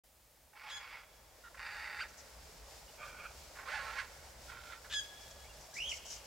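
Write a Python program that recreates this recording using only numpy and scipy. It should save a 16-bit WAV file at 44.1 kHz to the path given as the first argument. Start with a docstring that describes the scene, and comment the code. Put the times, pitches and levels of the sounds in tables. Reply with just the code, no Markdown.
"""A grassy riverbank, gulls squabbling over food: long rasping cries, two sharp keks, a whistle that rises and falls.
The cries are rough syrinx pulses rung by throat and beak; keks, whistle and small notes are summed overtones.
Birds splash and paddle in shaped noise and rising bubble rings, and a low noise rumble hangs in the distance.
Bank and trees across the water answer the calls with decaying noise; the microphone adds a steady hiss."""
import sys
import numpy as np
from scipy import signal
from scipy.fft import rfft, irfft, next_fast_len
from scipy.io import wavfile
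from scipy.ndimage import uniform_filter1d, map_coordinates

SR = 44100
rng = np.random.default_rng(int(sys.argv[2]) if len(sys.argv) > 2 else 0)


def waveform_to_disk(signal):
    """Save audio, clipped to [-1, 1], as 16-bit WAV at the path in sys.argv[1]."""
    frames = np.transpose(np.atleast_2d(signal))
    scaled = np.clip(frames, -1, 1) * 32767
    samples = np.round(scaled).astype(np.int16)
    wavfile.write(sys.argv[1], SR, samples)


N = 276066
TIME = np.arange(N) / SR

# Rasping cries before their pushes of effort:
# start_s, length_s, attack_s, level_db, pulse_hz, roughness_0_to_1, beak_hz, left_over_right_db
RASPS = [(0.554, .495, 0.095, -53.5, 409.3, 0.73, 1700, -2.5),
         (1.573, .5, 0.056, -47, 419.5, 0.77, 1726, -2.5), (2.98, .34, 0.024, -55, 487.2, 0.57, 1411, -3.5),
         (3.655, 0.4067, 0.034, -47, 450.5, .55, 1468, -6),
         (4.481, 0.31, 0.011, -55, 457.5, 0.7, 1406, -6.5)]
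# Throat response, one list per cry: frequency_hz, gain_db
THROATS = [
    [(240, -36), (400, -25), (437, -14.5), (686, -11), (859, -1.5), (1040, -2), (1190, -1), (1820, -6.5),
     (2230, 0), (3120, -11), (3290, -8.5), (4120, -16), (4970, -10), (6230, -24), (8000, -28), (10400, -74),
     (17600, -120)],
    [(240, -51), (400, -25), (686, -34), (828, -7), (1060, -15.5), (1220, -9.5), (1800, -4.5),
     (2490, -11.5), (2740, -10.5), (3330, -27.5), (3590, -13.5), (4220, -23), (4670, -13), (5850, -31),
     (8000, -33), (10400, -41), (17600, -120)],
    [(350, -27), (600, 2), (735, -27), (899, -9), (1060, -13), (1160, -2.5), (1310, -2), (1450, 1),
     (2020, -16.5), (2330, 3), (3000, -18), (3270, -5), (3710, -34), (4500, -26), (5850, -53), (9900, -120)],
    [(240, -68), (400, -16), (583, -12), (723, -14), (784, -5.5), (897, -5.5), (986, -12.5), (1070, -2),
     (1210, -11.5), (1480, -4.5), (2010, -6), (2150, -8), (3270, -16), (4700, -17.5), (10000, -35),
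     (13000, -60), (22000, -120)],
    [(410, -31), (700, -17), (903, -8.5), (1140, -18.5), (1400, 1.5), (1740, -12.5), (1940, -9),
     (2550, -11.5), (2790, -21), (3210, -11.5), (5000, -23), (6500, -47), (11000, -120)],
]
# Pushes and lulls of effort within the cries; pulse_hz is the target before effort raises it:
# peak_s, half_length_s, added_db, pulse_hz, roughness_0_to_1, beak_hz
PUSHES = [(0.685, 0.033, 3, 403, 0.67, 1750), (0.836, 0.025, 2.5, 406.8, 0.78, 1890),
          (.945, .026, 4.5, 390.6, 0.38, 2060), (1.014, .025, -1.5, 410.1, .64, 1450),
          (1.67, 0.011, 2.5, 418.5, 0.79, 1729), (1.863, .06, 1.5, 421.3, .74, 1960),
          (2.017, .025, 8.5, 422, .05, 2280), (3.03, .027, 5.5, 374.8, 0.48, 1380),
          (3.157, .02, -3, 486.6, 0.54, 1450), (3.205, 0.016, 5.5, 465, 0.52, 1660),
          (3.255, .018, 6, 456, .45, 1642), (3.752, .048, 6, 296, .2, 1970),
          (3.995, 0.024, 9, 410.6, 0.36, 2164), (4.502, .012, 4, 447.7, 0.61, 1393),
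          (4.634, 0.024, -3.5, 453.7, 0.74, 1424), (4.731, 0.025, 6, 434.5, 0.74, 1906)]
# Single croaks around the cries, levels relative to each other: start_s, level_db, length_s
CROAKS = [(.531, -56, 0.012), (.568, -59, 0.013), (.61, -56, 0.011), (1.544, -45.5, 0.016),
          (1.576, -52.5, 0.011), (1.6, -49, 0.0079), (1.629, -71, .012), (1.658, -65, 0.012),
          (3.553, -46.5, 0.031), (3.585, -42, 0.036), (3.627, -50, 0.024), (3.683, -52, .012),
          (4.52, -47, 0.011), (4.568, -53, 0.0089), (4.84, -49.5, 0.036)]
# Strained tones breaking through the cries, levels relative to each other:
# start_s, length_s, middle_pitch_hz, glide_hz_per_s, level_db, roughness_0_to_1
STRAINS = [(.532, 0.052, 840, -600, -59.5, 0.2), (.635, 0.073, 860, -1200, -51, 0.28),
           (.72, 0.12, 818, -300, -60, 0.07), (1.585, 0.46, 846.4, -62, -55.5, 0.27),
           (3.71, 0.23, 877, -3, -53, 0.28), (3.012, 0.066, 1184, 302, -46.5, 0.16),
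           (3.07, 0.034, 1501, 3, -50, 0.21), (3.138, 0.053, 1484, 0, -54, 0.09),
           (3.228, 0.049, 1440, -1100, -46.5, 0.33), (3.672, 0.033, 1371, 6000, -42, 0.31),
           (3.712, 0.055, 1522, -600, -40, 0.18), (3.785, .037, 1454, -300, -38.5, 0.22),
           (3.85, 0.067, 1346, -400, -42.5, 0.22)]
# Overtones of a strained tone: multiple, level_db
STRAIN_TONE = [(1, 8.5), (2, -7), (3, -8)]
# Keks, timed where the screech snaps clear: snap_s, pitch_hz, level_db, clear_note_length_s, glide_hz_per_s
KEKS = [(.718, 1673, -47.5, 0.052, 467), (4.945, 1672, -36.5, 0.042, 122)]
# Overtones of a kek: multiple, level_db
KEK_TONE = [(1, 1.5), (2, 6.5), (3, -4), (4, -3), (5, -19), (6, -18.5), (9, -34)]
# Course of the whistle before its trill, levels relative to each other: time_s, pitch_hz, level_db
WHISTLE_COURSE = [(5.728, 1530, -59), (5.746, 1688, -67), (5.764, 2082, -48), (5.804, 2684, -40.5),
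                  (5.868, 3197, -45), (5.888, 3190, -39.5), (5.912, 2910, -50), (5.918, 2800, -35),
                  (5.926, 2144, -44), (5.94, 2150, -64)]
# Overtones of the whistle and the far peeps: multiple, level_db
WHISTLE_TONE = [(1, -0.5), (2, -14), (3, -26)]
# A nasal grunt in the flock: start_s, length_s, middle_pitch_hz, glide_hz_per_s, level_db, roughness_0_to_1
GRUNTS = [(1.435, 0.059, 462, -320, -54.5, 0.36)]
# Overtones of the grunt: multiple, level_db
GRUNT_TONE = [(2, -14), (3, 2), (4, -7), (5, -26), (6, -14), (8, -15)]
# Peeps from farther off: start_s, length_s, middle_pitch_hz, glide_hz_per_s, level_db, roughness_0_to_1
FAR_PEEPS = [(.765, 0.023, 4110, 6000, -59, .1), (2.878, .026, 2920, 6025, -63.5, .1),
             (5.44, 0.046, 2280, 5000, -66, .4), (5.49, .035, 2770, 0, -63, 0.17)]
# Birds hitting the water: start_s, level_db, length_s
SPLASHES = [(2.08, -62.5, 0.032), (2.17, -57.5, 0.055), (5.03, -62, .03), (5.207, -56.5, 0.018),
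            (5.308, -55, 0.012), (5.6, -61, 0.071), (5.735, -50.5, 0.069), (5.885, -48.5, 0.056),
            (5.93, -52, 0.069), (6.05, -51.5, 0.075), (6.1, -49.5, 0.075), (6.24, -58, 0.038)]
# Spectrum of the splash spray: frequency_hz, gain_db
SPRAY = [(2500, -19), (4200, -13), (5700, -1), (7200, -6), (9000, -19.5), (15000, -31)]
# Spectrum of the lapping water: frequency_hz, gain_db
LAPPING = [(88, -34), (150, -6.5), (183, -12), (352, -7), (588, 1.5), (728, -3.5), (901, -1), (996, -5.5),
           (1930, -9.5), (2710, -20.5), (3000, -29), (3900, -22), (6600, -120)]
# Spectrum of the fizzing water: frequency_hz, gain_db
FIZZ = [(1290, -22), (2200, -2), (2700, -3.5), (3180, -3), (4090, -2.5), (4480, -0.5), (5400, 1),
        (6410, -2.5), (7370, -1.5), (8750, -7.5), (15500, -15)]
# Spectrum of the distant rumble: frequency_hz, gain_db
RUMBLE = [(15, -38), (25, -13), (40, -5.5), (50, 1), (60, 0), (72, -1), (90, -12), (122, -12), (175, -19.5),
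          (260, -22), (500, -60.5)]
# Likeness of left and right in the surroundings: frequency_hz, likeness_0_to_1
ALIKE = [(60, 0.96), (150, 0.95), (380, 0.69), (950, 0.62), (2380, 0.55), (5980, 0.47), (15000, 0.64)]
# Decay of the trees' answer by 60 dB: frequency_hz, decay_s
TREES = [(300, 1.1), (1700, 2.13), (3300, 1.64), (6500, 0.78), (12000, 0.53)]

# A cry starts and ends this far below its body, and dies away over the release.
START_DB, END_DB, RELEASE_S = 5.5, 8, .06
PUSH_LOCK = 2.2  # how early in a push the syrinx settles on that push's rate and clarity
PITCH_RISE_PER_DB = 0.33  # share by which the pulse rate rises with effort
BEAK_WIDTH_HZ, BEAK_GAIN = 480, .6
PULSE_SCATTER_DB, FLAP_HZ, FLAP_DB = 2.6, 88, 10
# The screech before a kek's clear note, the change between them, the fade after and its last level.
SCREECH_S, SCREECH_ROUGH, SCREECH_DB = 0.046, 0.85, -14
SNAP_S, KEK_RELEASE_S, KEK_END_DB = 0.0116, 0.016, -6
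# Shares of a kek's pitch: starts below, overshoots, is still sharp at the snap, sags in the fade.
KEK_SCOOP, KEK_OVERSHOOT, KEK_SETTLING, KEK_SAG = 0.0725, 0.0494, 0.015, 0.023
WHISTLE_ROUGH, WHISTLE_DB = 0.14, -0.5
# Shares of a short note's length, and how far its ends lie below its body.
NOTE_ATTACK, NOTE_RELEASE, NOTE_EDGE_DB = 0.12, 0.17, 16
# Swells of the surroundings, before each layer's trim: settled_db, lower_at_first_db, settling_s
RUMBLE_SWELL, LAPPING_SWELL, FIZZ_SWELL = (-61, 13.7, 3.6), (-62.5, 16.2, 3.06), (-59, 22.7, 3.2)
TOP_HZ = 15850  # upper limit of the microphone chain


def rasps():
    """Harsh cries: the syrinx rings each bird's throat, and the opening beak moves one resonance."""
    effort_db, pulse_hz, rough, beak_hz = effort()
    source = ground(syrinx(pulse_hz, rough))
    cries = np.zeros((2, N))
    for row, throat in zip(RASPS, THROATS):
        start, length, attack, level_db, _, _, _, side_db = row
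        end = start + length
        fade_times = [start, start + attack, end - RELEASE_S, end]
        fade_db = np.interp(TIME, fade_times, [START_DB, 0, 0, END_DB])
        voice = coloured(source, throat)
        # a wider beak raises its resonance and lets more of it out
        beak = resonate(voice, beak_hz, BEAK_WIDTH_HZ)
        voice = voice + BEAK_GAIN * (beak_hz / 1700) ** 4 * beak
        cry = steady(voice) * during(start, end) * amp(level_db + effort_db - fade_db)
        cries += pan(cry, side_db)
    # the croaks come through a beak that is still half shut
    half_shut = resonate(coloured(source, THROATS[3]), np.full(N, 1330), 980)
    croaks = unit(half_shut) * bursts(CROAKS, rise=0.1)
    strains = notes(STRAINS, STRAIN_TONE, shake=0.225, shake_hz=596)
    return cries + pan(amp(-5.5) * (croaks + strains), side_db=-4)


def effort():
    """Each cry holds its own pulse rate, roughness and beak resonance; pushes of effort draw them to new values."""
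    resting = []
    for start, length, _, _, rate, roughness, rest_hz, _ in RASPS:
        resting.append((start, rate, roughness, rest_hz))
        resting.append((start + length, rate, roughness, rest_hz))
    pulse_hz, rough, beak_hz = curves(resting)
    effort_db = np.zeros(N)
    for peak, half_length, added_db, push_hz, push_rough, push_beak in PUSHES:
        push = np.exp(-((TIME - peak) / half_length) ** 2)
        settled = np.minimum(PUSH_LOCK * push, 1)
        effort_db = effort_db + added_db * push
        pulse_hz = pulse_hz + settled * (push_hz - pulse_hz)
        rough = rough + settled * (push_rough - rough)
        beak_hz = beak_hz + push * (push_beak - beak_hz)
    pulse_hz = pulse_hz * (1 + PITCH_RISE_PER_DB * effort_db)
    return effort_db, pulse_hz, np.clip(rough, 0, 1), beak_hz


def syrinx(hz, rough, flap_scatter=.3, flutter_db=3.5, jitter=.21, air=.45):
    """Pulses that lock to a pitch when clear; when rough they scatter and come in uneven flaps."""
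    cycles = np.cumsum(hz * (1 + .07 * rough * wobble(120))) / SR
    at = np.flatnonzero(np.diff(np.floor(cycles)))
    luck = rng.standard_normal((len(at), 2))
    shift = jitter * rough[at] * luck[:, 0] * SR / hz[at]
    moved = np.clip(at + shift, 0, N - 1).astype(int)
    strength = amp(PULSE_SCATTER_DB * rough[at] * luck[:, 1])
    pulses = unit(np.bincount(moved, strength, N))
    breath = unit(rng.standard_normal(N) * np.exp(-3 * (cycles % 1)))
    # each flap bursts open and dies away before the next
    flaps = np.cumsum(FLAP_HZ * np.exp(flap_scatter * wobble(90))) / SR % 1
    flap_db = rough * (flutter_db * wobble(210) - FLAP_DB * flaps)
    return steady((pulses + air * rough * breath) * amp(flap_db))


def ground(x, echo_db=-11, count=7):
    """A few quick bounces off water and bank smear the pulses and comb the spectrum."""
    lags = rng.uniform(.001, .014, count)
    signs = rng.choice([-1, 1], count)
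    bounced = sum(sign * np.roll(x, int(lag * SR), axis=-1) for lag, sign in zip(lags, signs))
    return (x + amp(echo_db) * bounced) / np.sqrt(1 + count * amp(echo_db) ** 2)


def keks():
    """Two sharp calls that start as a screech and snap into a clear note; they reach the right ear first."""
    voice = sum(call(kek_course(*row), KEK_TONE, shake=0.201, shake_hz=2197, flutter_db=3.0) for row in KEKS)
    return pan(np.array([np.roll(voice, 1), voice]), side_db=1.0)


def kek_course(snap, hz, db, hold, glide, break_db=-4, break_rough=0.73, clear_rough=0.24, held_rough=0.037):
    """Time, pitch, level and roughness of a kek: it scoops up, overshoots, snaps clear, holds and fades."""
    last_hz = hz + glide * hold
    return [(snap - SCREECH_S, hz * (1 - KEK_SCOOP), db + SCREECH_DB, SCREECH_ROUGH),
            (snap - SNAP_S, hz * (1 + KEK_OVERSHOOT), db + break_db, break_rough),
            (snap, hz * (1 + KEK_SETTLING), db, clear_rough),
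            (snap + SNAP_S, hz, db, held_rough),
            (snap + hold, last_hz, db, held_rough),
            (snap + hold + KEK_RELEASE_S, last_hz * (1 - KEK_SAG), db + KEK_END_DB, clear_rough)]


def whistle(left_s=0.011, right_s=.022, bounce_db=-5):
    """A trilled whistle from a flying bird, crossed on each side by its own reflection off water and bank."""
    swing = np.sin(2 * np.pi * 56 * TIME)  # the trill, 56 swings a second
    course = [(s, hz, db + WHISTLE_DB, WHISTLE_ROUGH) for s, hz, db in WHISTLE_COURSE]
    voice = call(course, WHISTLE_TONE, trill=.05 * swing) * amp(2.5 * swing)
    bounce = np.array([np.interp(TIME - lag, TIME, voice) for lag in (left_s, right_s)])
    direct = np.array([np.roll(voice, 1), voice])
    return pan(direct, side_db=-3.0) + amp(bounce_db) * bounce


def small_calls():
    """A short nasal grunt in the flock and thin peeps from farther off."""
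    return pan(notes(GRUNTS, GRUNT_TONE) + notes(FAR_PEEPS, WHISTLE_TONE), side_db=-3.0)


def notes(rows, tone, **voice):
    """Short notes that rise, hold and fade while their pitch glides."""
    shares = [0, NOTE_ATTACK, 1 - NOTE_RELEASE, 1]
    edges_db = [NOTE_EDGE_DB, 0, 0, NOTE_EDGE_DB]
    out = np.zeros(N)
    for start, length, hz, glide, db, rough in rows:
        course = [(start + share * length, hz + glide * (share - .5) * length, db - edge_db, rough)
                  for share, edge_db in zip(shares, edges_db)]
        out += call(course, tone, **voice)
    return out


def call(course, tone, shake=0.17, shake_hz=1500, trill=0, flutter_db=5):
    """A pitched call; roughness shakes its pitch and level until the overtones smear into a screech."""
    hz, db, rough = curves(course)
    gate = during(course[0][0], course[-1][0])
    hz = hz * (1 + shake * rough * wobble(shake_hz) + trill)
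    on = gate > 0
    phase = 2 * np.pi * np.cumsum(hz[on]) / SR
    voice = np.zeros(N)
    voice[on] = unit(sum(amp(level) * np.sin(multiple * phase) for multiple, level in tone))
    return voice * gate * amp(db + flutter_db * rough * wobble(350))


def splashes():
    """Birds hit the water: short bursts of bright spray, a little to the left."""
    return pan(bursts(SPLASHES, rise=0.11) * droplets(SPRAY, grain_db=2, grain_hz=704), side_db=3.0)


def lapping():
    """Water laps under the flock, shaped noise with the bubbles of paddling feet below it."""
    level_db = swell(*LAPPING_SWELL)
    water = droplets(LAPPING, grain_db=1.0, grain_hz=59.4)
    return amp(level_db + 2) * water + amp(level_db - 6.5) * bubbles()


def bubbles(count=240, centre_hz=680, life_cycles=11):
    """Paddling feet leave bubbles, each a short rising ring."""
    when, pitch, size = rng.random(count), rng.standard_normal(count), rng.exponential(size=count)
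    t = np.arange(SR // 20) / SR
    cycles = centre_hz * np.exp(.22 * pitch)[:, None] * t
    rising = np.sin(2 * np.pi * cycles * (1 + 0.0074 * cycles))
    ring = rising * amp(-25 * cycles / life_cycles) * (1 - np.exp(-cycles))
    loudness = amp(2.5 * np.minimum(size, 2))[:, None]
    where = (when * N).astype(int)[:, None] + np.arange(len(t))
    return unit(np.bincount(where.ravel(), (ring * loudness).ravel(), N)[:N])


def fizz():
    """Fizzing water: bright noise in fine clumps whose level wavers."""
    level_db = swell(*FIZZ_SWELL) + 0.18 + 1.02 * wobble(14)
    return amp(level_db) * droplets(FIZZ, grain_db=0.5, grain_hz=282.4)


def rumble():
    """A far low rumble: bass noise that swells and then holds."""
    return amp(swell(*RUMBLE_SWELL)) * droplets(RUMBLE, grain_db=2.0, grain_hz=10)


def droplets(spectrum, grain_db, grain_hz):
    """Stereo noise of rms 1 that comes in small clumps."""
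    sides = []
    for _ in range(2):
        clumps = rng.standard_normal(N) * amp(grain_db * wobble(grain_hz))
        sides.append(coloured(clumps, spectrum))
    return spread(*sides)


def scatter(x, t60, late):
    """Diffuse stereo answer of energy 1 that builds up over late seconds and decays by pitch."""
    hz, t, z = signal.stft(rng.standard_normal((2, SR)), SR, nperseg=256)
    decay = amp(-60 * t / along(t60, hz)[:, None])
    tail = signal.istft(z * decay * (1 - np.exp(-t / late)), SR, nperseg=256)[1]
    return signal.fftconvolve(x, tail / np.linalg.norm(tail[0]), axes=1)[:, :N]


def amp(db):
    """Decibels to gain."""
    return 10 ** (np.asarray(db) / 20)


def unit(x):
    """Scale to rms 1."""
    return x / np.sqrt(np.mean(x ** 2) + 1e-20)


def steady(x):
    """Even out slow swells to rms 1 and keep the fast grain."""
    return x / np.sqrt(np.abs(uniform_filter1d(x ** 2, size=1200)) + 1e-12)


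def along(points, hz):
    """Values at hz from (frequency, value) points on a log axis."""
    f, v = np.transpose(points)
    return np.interp(np.log(hz + 1), np.log(f + 1), v)


def curves(rows):
    """One value per sample for each column after the time."""
    times, *columns = np.transpose(rows)
    return [np.interp(TIME, times, column) for column in columns]


def during(start, end):
    """A soft gate between two times."""
    return uniform_filter1d(1. * ((TIME > start) & (TIME < end)), size=256)


def bursts(rows, rise):
    """Envelope of short bursts that swell over a share of their length and die away."""
    out = np.zeros(N)
    for start, db, length in rows:
        times = start + length * np.array([0, rise, 2 / 3, 1, 2])
        out += amp(db) * np.interp(TIME, times, [0, 0.96, 0.97, 0.3, 0.0])
    return out


def swell(settled_db, lower_db, settle_s):
    """A level in dB that climbs ever more slowly, then holds."""
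    return settled_db - lower_db * np.clip(1 - TIME / settle_s, 0, 1) ** 2


def wobble(rate):
    """A smooth random curve, rate knots a second."""
    knots = rng.standard_normal(N // 4)
    return map_coordinates(knots[:int(N * rate / SR) + 4], [TIME * rate], order=2)


def coloured(x, spectrum):
    """Causal minimum-phase filter with the gain of (frequency, dB) points."""
    size = 4096
    gain = amp(along(spectrum, np.fft.rfftfreq(size, 1 / SR)))
    cepstrum = irfft(np.log(gain + 1e-6))
    # folding the cepstrum onto positive time makes the response causal
    fold = 1 + np.sign(size / 2 - np.arange(size))
    fold[0] = 1
    response = irfft(np.exp(rfft(cepstrum * fold)))
    return signal.oaconvolve(x, response)[:N]


def resonate(x, hz, width_hz):
    """One resonance whose centre follows a curve: shift down, smooth, shift back up."""
    turn = np.exp(2j * np.pi * np.cumsum(hz) / SR)
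    keep = np.exp(-np.pi * width_hz / SR)
    return 2 * np.real(turn * signal.lfilter([1 - keep], [1, -keep], x / turn))


def pan(x, side_db):
    """Place a sound between left and right; positive leans left."""
    return x * amp([[side_db / 2], [-side_db / 2]])


def spread(a, b):
    """Two unrelated sounds become a stereo pair of rms 1, nearly mono in the bass."""
    m = next_fast_len(N)
    likeness = np.clip(along(ALIKE, np.fft.rfftfreq(m, 1 / SR)), 0, 1)
    turn = np.arccos(likeness) / 2
    mid, side = irfft(rfft([a, b], m) * [np.cos(turn), np.sin(turn)], m)[:, :N]
    return unit(np.array([mid + side, mid - side]))


def scene():
    """The calls, their quick scatter off bank and water, the trees' long answer, and the river."""
    harsh, sharp, whistled = rasps() + small_calls(), keks(), whistle()
    to_bank = amp(-24.0) * harsh + amp(-3) * sharp + amp(-10) * whistled
    bank = scatter(to_bank, [(1000, 0.13), (8000, 0.24)], late=0.009)
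    to_trees = amp(-21.0) * harsh + amp(-16.0) * sharp + amp(-16.5) * whistled
    trees = scatter(to_trees, TREES, late=0.01)
    trees = trees + 0.43 * trees[::-1]  # the far bank lies ahead, so both ears hear much the same
    river = splashes() + lapping() + fizz() + rumble()
    return harsh + sharp + whistled + bank + trees + river


def record(dry, hiss_db=-67, start_s=0.036):
    """The sound begins after a short silence and fades in over 4 ms; a partly shared stereo hiss is added and
    nothing above TOP_HZ passes."""
    hiss = rng.standard_normal(N) + 0.58 * rng.standard_normal((2, N))
    opening = np.clip((TIME - start_s) / 0.004, 0, 1)
    sound = (dry + amp(hiss_db) * unit(hiss)) * opening
    m = next_fast_len(N + 8192)
    return irfft(rfft(sound, m) * (np.fft.rfftfreq(m, 1 / SR) < TOP_HZ), m)[:, :N]


dry = scene()
out = record(dry)
waveform_to_disk(out)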